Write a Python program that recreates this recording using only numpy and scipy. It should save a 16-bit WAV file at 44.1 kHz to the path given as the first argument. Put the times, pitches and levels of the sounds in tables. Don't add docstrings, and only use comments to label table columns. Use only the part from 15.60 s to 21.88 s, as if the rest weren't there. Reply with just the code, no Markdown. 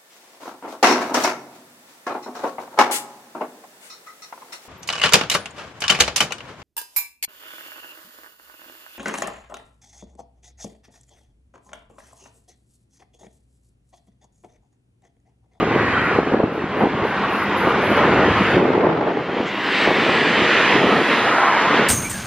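import sys
import numpy as np
from scipy import signal
from scipy.fft import rfft, irfft, next_fast_len
from scipy.io import wavfile
from scipy.ndimage import uniform_filter1d, minimum_filter1d, map_coordinates

SR = 44100
rng = np.random.default_rng(int(sys.argv[2]) if len(sys.argv) > 2 else 0)


def wav_record(signal):
    frames = np.transpose(np.atleast_2d(signal))
    bounded = np.clip(frames, -1, 1)
    quanta = np.round(bounded * 32767).astype(np.int16)
    wavfile.write(sys.argv[1], SR, quanta)


N = 277168


def amp(db):
    return 10 ** (np.asarray(db) / 20)


def unit(x):
    return x / np.sqrt(np.mean(x ** 2) + 1e-20)


def seconds():
    return np.arange(N) / SR


def noise():
    return rng.standard_normal(N)


def bump(centre_s, spread_s):
    return np.exp(-.5 * ((seconds() - centre_s) / spread_s) ** 2)


def curves(rows):
    s, *columns = np.transpose(rows)
    return [np.interp(seconds(), s, column) for column in columns]


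def wobble(rate):
    return map_coordinates(rng.standard_normal(8192), [np.arange(N) * rate / SR], mode="wrap")


def filtered(x, response):
    size = next_fast_len(N + 8192)
    spectrum = rfft(x, size) * response(np.fft.rfftfreq(size, 1 / SR))
    return irfft(spectrum, size)[..., :N]


def coloured(x, spectrum):
    points_hz, db = np.transpose(spectrum)
    return unit(filtered(x, lambda hz: amp(np.interp(np.log(hz + 1), np.log(points_hz), db))))


def rush(spectrum, patchy_db):
    cells = signal.stft(noise(), nperseg=1024)[2]
    across_pitch = uniform_filter1d(rng.standard_normal(cells.shape), size=5, axis=0)
    patches = unit(uniform_filter1d(across_pitch, size=10, axis=1))
    patchy = signal.istft(cells * amp(patchy_db * patches), nperseg=1024)[1][:N]
    return coloured(patchy, spectrum)


def narrow(pitch_hz, width_hz):
    phase = 2 * np.pi * np.cumsum(pitch_hz) / SR
    return unit(wobble(width_hz) * np.cos(phase) + wobble(width_hz) * np.sin(phase))


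def stereo(mid, side):
    return np.array([mid + side, mid - side])


# nearest moment in seconds, approach time in seconds, leaving time in seconds,
# tyre roar in dB, hiss in dB, wide hiss in dB.
PASSES = [(.42, 0.63, 0.33, -24, -34, -41.5), (2.86, 1, 0.29, -18.5, -27.5, -38),
          (4.22, 0.14, 0.067, -23, -20.5, -42), (4.56, 0.27, 0.31, -29, -23.5, -51),
          (5.1, 0.55, 0.16, -19, -19.5, -42.5), (5.52, 0.093, 0.14, -17.5, -21, -39.5),
          (5.79, 0.14, 0.48, -26.5, -46, -51), (6.19, 0.26, 0.3, -23, -23, -44)]
FIRST_CAR, FAR_LORRY, TRUCK_FRONT, TRUCK_BED, TRUCK_REAR, NEAR_CAR, FAR_CAR, LAST_CAR = range(len(PASSES))


def nearness(which, fall):
    nearest_s, approach_s, leaving_s = PASSES[which][:3]
    t = seconds() - nearest_s
    distance = np.hypot(1, t / np.where(t < 0, approach_s, leaving_s))
    return distance ** -fall


# time in seconds,
# lead at the left port in microseconds, low treble of left over right in dB.
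BEARING = [(0, -24, -0.5), (3.1, -7.5, 0.5), (4.2, -8, 1), (5.2, 3, -5.5), (6.2, 9, -5)]


def placed(x):
    lead_us, _ = curves(BEARING)
    return stereo(x, np.gradient(x) * SR * lead_us / 1e6 / 2)


# frequency in Hz, relative level in dB.
RUMBLE = [(20, -23.5), (45, -9.5), (75, 0.5), (120, 4), (190, 2), (300, -0.5), (600, -24), (1500, -90)]


def lorry(drone_hz=202, drone_db=-32.0, drone_fall=0.73, rumble_db=-26, rumble_fall=4.2,
          first_db=-29, first_fall=0.78, truck_db=-42):
    engines = [(FAR_LORRY, rumble_db, rumble_fall), (FIRST_CAR, first_db, first_fall),
               (TRUCK_REAR, truck_db, rumble_fall)]
    power = sum((amp(db) * nearness(which, fall)) ** 2 for which, db, fall in engines)
    rumble = np.sqrt(power) * rush(RUMBLE, patchy_db=0.5)
    note = narrow(np.full(N, drone_hz), width_hz=22)
    drone = amp(drone_db) * nearness(FAR_LORRY, drone_fall) * note
    return stereo(rumble + drone, 0)


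# start in seconds, length in seconds, level in dB before the fade.
CHIRPS = [(.14, .07, -48), (.405, .1, -43.5), (.92, .09, -44.5), (1.17, .1, -41), (1.44, .11, -43),
          (1.69, .25, -39), (1.955, .19, -35), (2.21, .24, -37.5), (2.52, .2, -52), (2.765, .28, -45)]
CHIRP_HZ, CHIRP_SAG_HZ_PER_S = 11500, 320


def cricket(dip_hz=550, dip_s=.045, fade_db=14, common_db=-36):
    t, level, pitch_hz = seconds(), np.zeros(N), np.full(N, float(CHIRP_HZ))
    for s, length, db in CHIRPS:
        age = np.maximum(t - s, 0)
        done = np.minimum(age / length, 1)
        level += amp(db - fade_db * done) * np.sqrt(np.abs(np.sin(np.pi * done)))
        dip = (age / dip_s) * np.exp(1 - age / dip_s)
        chirp_hz = CHIRP_HZ - CHIRP_SAG_HZ_PER_S * s + dip_hz * (1 - dip)
        pitch_hz = np.where(t >= s, chirp_hz, pitch_hz)
    chirping = level * narrow(pitch_hz, width_hz=360)
    return stereo(amp(common_db) * chirping, chirping)


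# frequency in Hz, relative level in dB.
LEAK = [(9000, -26), (11500, -14), (12700, 3), (14000, -4), (15200, -5.5)]


def leak(nearest_s=4.3, approach_s=.38, leaving_s=.25, level_db=-60):
    spread_s = np.where(seconds() < nearest_s, approach_s, leaving_s)
    swell = bump(nearest_s, spread_s)
    return stereo(amp(level_db) * swell * coloured(noise(), LEAK), 0)


# start in seconds, level in dB.
TICKS = [(6.014, -37.5), (6.158, -38.5)]
TICK_DECAY_S = 0.0088
# frequency in Hz, relative level in dB.
PUFF = [(2500, -2.5), (4500, 3), (7200, 3), (9000, -30), (14000, -33.5)]


def ticks():
    t = seconds()
    level = sum(amp(db) * (t >= s) * np.exp(-np.abs(t - s) / TICK_DECAY_S) for s, db in TICKS)
    return stereo(level * coloured(noise(), PUFF), 0)


def whine(start_hz=2050, end_hz=1870, sink_s=.16, level_db=-29, wide_db=-37, fall=8.3):
    pitch_hz = end_hz + (start_hz - end_hz) * np.exp(-seconds() / sink_s)
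    song = narrow(pitch_hz, width_hz=200) + amp(0.5) * narrow(pitch_hz, width_hz=1600)
    wide = narrow(pitch_hz, width_hz=400) + narrow(pitch_hz, width_hz=1400)
    return nearness(FIRST_CAR, fall) * (placed(amp(level_db) * song) + stereo(0, amp(wide_db) * wide))


# frequency in Hz, relative level in dB.
TREAD = [(200, -29.5), (600, -8), (950, 0.5), (1350, 1), (1750, -5), (2400, -12.5), (5000, -78.5)]
SIZZLE = [(1500, -29), (3000, -0.5), (4300, 6), (6000, 4), (8200, -2.5), (10000, -5), (12000, -6.5),
          (13500, -15.5), (15000, -17)]
FIZZ = [(4000, -24.5), (6000, -9.5), (8000, -0.5), (10000, -4), (12000, -3.5), (14000, -14.5),
        (15000, -27.5)]


def cars(roar_db=-16, roar_fall=2.6, sizzle_db=-38, truck_sizzle_db=-38, sizzle_fall=1.1,
         fizz_db=-43, fizz_s=5.5, fizz_spread_s=.26):
    roar = amp(roar_db) * nearness(FAR_CAR, roar_fall) * rush(TREAD, patchy_db=2.5)
    car_gain = amp(sizzle_db) * nearness(FAR_CAR, sizzle_fall)
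    truck_gain = amp(truck_sizzle_db) * nearness(TRUCK_REAR, 2.8)
    sizzle = np.hypot(car_gain, truck_gain) * coloured(noise(), SIZZLE)
    fizz = amp(fizz_db) * bump(fizz_s, fizz_spread_s) * coloured(noise(), FIZZ)
    return placed(roar) + stereo(0, sizzle + fizz)


ROAR_FALL, HISS_FALL = 1.25, 1.36
DISTANT_ROAR_DB, DISTANT_HISS_DB, DISTANT_AIR_DB = -40.5, -53, -58


def traffic():
    power = amp([[DISTANT_ROAR_DB], [DISTANT_HISS_DB], [DISTANT_AIR_DB]]) ** 2
    for which, (_, _, _, roar_db, hiss_db, air_db) in enumerate(PASSES):
        roar, hiss = nearness(which, ROAR_FALL), nearness(which, HISS_FALL)
        power = power + np.array([amp(roar_db) * roar, amp(hiss_db) * hiss, amp(air_db) * hiss]) ** 2
    return np.sqrt(power)


# frequency in Hz, relative level in dB.
ROAR = [(30, -42), (100, -22.5), (220, -2), (450, 2), (700, 0.5), (1000, 4.5), (1400, 4), (1900, 0),
        (2600, -6.5), (4000, -27), (7000, -86.5)]
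HISS = [(300, -30), (1100, -14.5), (1900, 6), (2300, 1.5), (2900, 1), (3600, -5.5), (4500, -13),
        (5600, -21.5), (7200, -29), (8500, -55.5), (11000, -88.5)]
AIR = [(500, -36), (1200, -19.5), (2000, 8.5), (3000, 4), (4200, 3.5), (6000, -5.5), (8000, -8.5),
       (10000, -11), (12000, -16), (15000, -32.5)]
COARSE = [(600, -19.5), (1150, 4), (1400, 25), (2300, 5), (3100, 16.5), (3700, -21.5), (5000, -51)]


def tyres(uneven_db=.5, uneven_rate=13, coarse_db=-32, coarse_fall=1.3):
    roar_gain, hiss_gain, air_gain = traffic()
    roar = roar_gain * rush(ROAR, patchy_db=2.23)
    hiss = hiss_gain * rush(HISS, patchy_db=1.63)
    coarse = amp(coarse_db) * nearness(FIRST_CAR, coarse_fall) * rush(COARSE, patchy_db=10.0)
    wide_hiss = air_gain * rush(AIR, patchy_db=3)
    road = amp(uneven_db * wobble(uneven_rate))
    return road * (placed(roar + hiss + coarse) + stereo(0, wide_hiss))


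# middle in seconds, level in dB, spread in seconds.
SPIT = [(3.88, -43, .016)]
# frequency in Hz, relative level in dB.
SPRAY = [(2000, -19), (3500, 1), (4500, 9), (6000, -24), (8000, -4), (10000, -24.5), (15000, -54.5)]


def truck(front_db=-39, bed_db=-41, fall=2.27, pan=.15):
    front = amp(front_db) * nearness(TRUCK_FRONT, fall)
    bed = amp(bed_db) * nearness(TRUCK_BED, fall)
    spray = np.hypot(front, bed) * coloured(noise(), SPRAY)
    spit = sum(amp(db) * bump(s, spread) for s, db, spread in SPIT) * coloured(noise(), PUFF)
    return stereo(spray + spit, pan * spray)


# start in seconds, length in seconds, buffet level in dB.
GUSTS = [(0, 0.23, -22), (0.548, 0.48, -22.5), (0.764, 0.096, -18), (1.21, 0.037, -16), (1.323, 0.14, -23),
         (2.054, 0.21, -23), (2.42, 0.27, -17.5), (2.994, 0.313, -12), (3.313, 0.19, -12),
         (3.566, 0.037, -15), (3.74, 0.086, -19), (4.27, 0.434, -22.5), (4.794, 0.05, -21.5),
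         (4.98, 0.026, -23), (5.156, 0.25, -18.5), (5.487, 0.24, -26.5), (6.147, 0.082, -19)]
GUST_ATTACK_S, GUST_RELEASE_S, BREEZE_DB = 0.072, 0.036, -28


def gusts():
    t, power = seconds(), amp(BREEZE_DB) ** 2
    for s, length, db in GUSTS:
        before, after = np.maximum(s - t, 0), np.maximum(t - s - length, 0)
        envelope = np.exp(-before / GUST_ATTACK_S - after / GUST_RELEASE_S)
        power = power + (amp(db) * envelope) ** 2
    return 10 * np.log10(power)


def eddies(spectrum, lumps_db):
    air = coloured(noise() * amp(lumps_db), spectrum)
    return air / np.sqrt(np.abs(uniform_filter1d(air ** 2, size=2600)) + 1e-6)


# frequency in Hz, relative level in dB.
BUFFET = [(20, -49.5), (45, -38.5), (80, -18.5), (130, -8), (210, -1.5), (330, 0.5), (450, 1.5),
          (560, -5.5), (800, -7), (1300, -16.5), (2500, -34.5), (6000, -92)]
SWIRL = [(60, -45.5), (200, -26.5), (400, -1), (850, -1.5), (1500, -5), (2500, -14.5), (5000, -31.5),
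         (10000, -81.5)]
# time in seconds, swirl in dB for a hard gust.
CROSSWIND = [(0, -29), (1.1, -27.5), (2.4, -34), (3.3, -32.5), (4.6, -36.5)]
HARD_GUST_DB, SWIRL_GROWTH = -16, 1.98


def wind():
    buffet_db = gusts()
    cross_db, = curves(CROSSWIND)
    lumps = wobble(190)
    body = amp(buffet_db) * eddies(BUFFET, 2.1 * lumps)
    hard = amp(SWIRL_GROWTH * (buffet_db - HARD_GUST_DB))
    bright = amp(-33.0) * hard * eddies(SWIRL, 6 * lumps)
    uneven = amp(cross_db) * hard * eddies(SWIRL, 2.5 * lumps)
    return stereo(body + bright, uneven)


# middle in seconds, peak of the swing in dB,
# pitch of the swing in Hz, spread of the flutter in seconds, bright rasp in dB.
THUMPS = [(.03, -9.5, 330, .003, -26), (.162, -9, 330, 0.01, -31), (.589, 1.5, 370, 0.0021, -19.5),
          (.674, -9, 330, 0.0021, -24), (.723, -3.5, 342, 0.0059, -25.5), (.739, -5, 280, 0.0049, -29),
          (.747, 3.5, 376, 0.0023, -11), (.803, 0, 357, 0.0084, -20), (.834, -1.5, 700, .0012, -13),
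          (.841, 1.5, 277, 0.0011, -23), (.925, -7.5, 380, 0.0035, -33), (.981, -10, 400, 0.0036, -33),
          (1.043, -3.5, 308, .004, -31), (1.218, -6, 450, 0.0092, -21), (1.237, -4, 340, 0.011, -26),
          (1.259, -4, 302, 0.0082, -31), (1.272, -7, 300, 0.0025, -32), (1.351, -18, 125, 0.0054, -36),
          (1.403, -12.5, 380, .002, -29.5), (1.425, -17.5, 125, .005, -35), (1.452, -7.5, 390, .006, -24),
          (2.05, -9, 327, 0.0087, -31), (2.074, -4, 420, 0.0042, -28.5), (2.317, -9.5, 280, 0.016, -29),
          (2.712, -11.5, 129, 0.0069, -28), (2.81, -7.5, 288, 0.02, -31), (2.945, -14, 120, 0.0049, -29.5),
          (2.97, 4.5, 326, 0.002, -22), (3.0, -7, 320, .008, -26), (3.012, -3, 320, .008, -22),
          (3.028, -3, 340, .006, -25), (3.055, 0.5, 416, 0.0022, -12), (3.105, -2, 380, 0.0024, -20.5),
          (3.18, 2.5, 342, 0.0063, -19.5), (3.25, 0.5, 420, .017, -13), (3.272, 0.5, 400, .002, -12),
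          (3.293, -15, 450, 0.0063, -14.5), (3.328, -6, 380, .008, -24), (3.415, -7, 700, .0015, -13.5),
          (3.477, -7, 380, 0.0093, -24), (3.5, -10, 380, .007, -22), (3.695, -11.5, 302, 0.0089, -21),
          (3.78, -16, 300.6, 0.0092, -21.5), (3.805, -7.5, 322, 0.0035, -27),
          (3.86, -13, 330, 0.0088, -36.5), (4.276, -4.5, 484, 0.0037, -22), (4.292, -7, 420, 0.0058, -17.5),
          (4.31, -13, 600, 0.0028, -14.5), (4.495, -9, 380, 0.014, -26), (4.823, -9, 330, 0.0044, -33),
          (5.156, -11, 320, 0.0043, -30.5), (5.245, -10, 297, 0.0049, -26.5),
          (5.272, -9.5, 420, 0.0049, -24.5), (5.33, -12, 333, 0.0031, -17.5),
          (5.39, -14, 330, 0.0061, -22.5), (6.199, -11, 300, 0.0059, -31.5)]
# frequency in Hz, relative level in dB.
FLUTTER = [(30, -49.5), (90, -10.5), (200, 6.5), (330, 2.5), (480, 3.5), (750, 2.5), (1200, -18.5),
           (2200, -28), (6000, -79)]
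RASP = [(250, -26), (600, 6), (950, 7), (1500, -5), (2500, -18.5), (6000, -68.5)]


def thumps(flutter_db=-13, swing_cycles=0.4):
    t, out = seconds(), np.zeros(N)
    dull, bright = coloured(noise(), FLUTTER), coloured(noise(), RASP)
    signs = np.sign(rng.standard_normal(len(THUMPS)))
    for (s, db, swing_hz, length, rasp_db), sign in zip(THUMPS, signs):
        near = slice(*np.searchsorted(t, [s - .1, s + .1]))
        age = t[near] - s
        window = np.exp(-.5 * (age / length) ** 2)
        window_rms = np.sqrt(np.mean(window ** 2))
        flutter, rasp = (unit(air[near] * window) * window_rms for air in (dull, bright))
        cycles = swing_hz * age
        push = sign * np.cos(2 * np.pi * cycles) * np.exp(-.5 * (cycles / swing_cycles) ** 2)
        out[near] += amp(db) * (push + amp(flutter_db) * flutter) + amp(rasp_db) * rasp
    return stereo(out, 0)


def ports(x, centre_hz=4300, spread_hz=1100):
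    _, left_db = curves(BEARING)
    band = filtered(x, lambda hz: np.exp(-.5 * ((hz - centre_hz) / spread_hz) ** 2))
    return x + band * (amp(np.outer([.5, -.5], left_db)) - 1)


CEILING_DB, RECOVERY_DB_PER_S = -11.5, 11


def gain_control(x, attack_s=0.032):
    power = uniform_filter1d(np.mean(x ** 2, axis=0), size=480)
    level_db = 10 * np.log10(np.abs(power) + 1e-12)
    excess_db = np.maximum(level_db - CEILING_DB, 0)
    recovery = RECOVERY_DB_PER_S * seconds()
    cut_db = np.maximum.accumulate(excess_db + recovery) - recovery
    keep = np.exp(-1 / (attack_s * SR))
    return x * amp(-signal.lfilter([1 - keep], [1, -keep], cut_db))


def scene():
    background = lorry() + cricket() + leak() + ticks()
    road = whine() + cars() + tyres() + truck()
    return background + road + wind() + thumps()


TOP_HZ = 15200


def record(dry):
    held = gain_control(ports(dry))
    needed = np.minimum(1, .82 / (np.abs(held).max(axis=0) + 1e-9))
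    gain = uniform_filter1d(minimum_filter1d(needed, size=200), size=200)
    return filtered(held * gain, lambda hz: hz < TOP_HZ)


dry = scene()
out = record(dry)
wav_record(out)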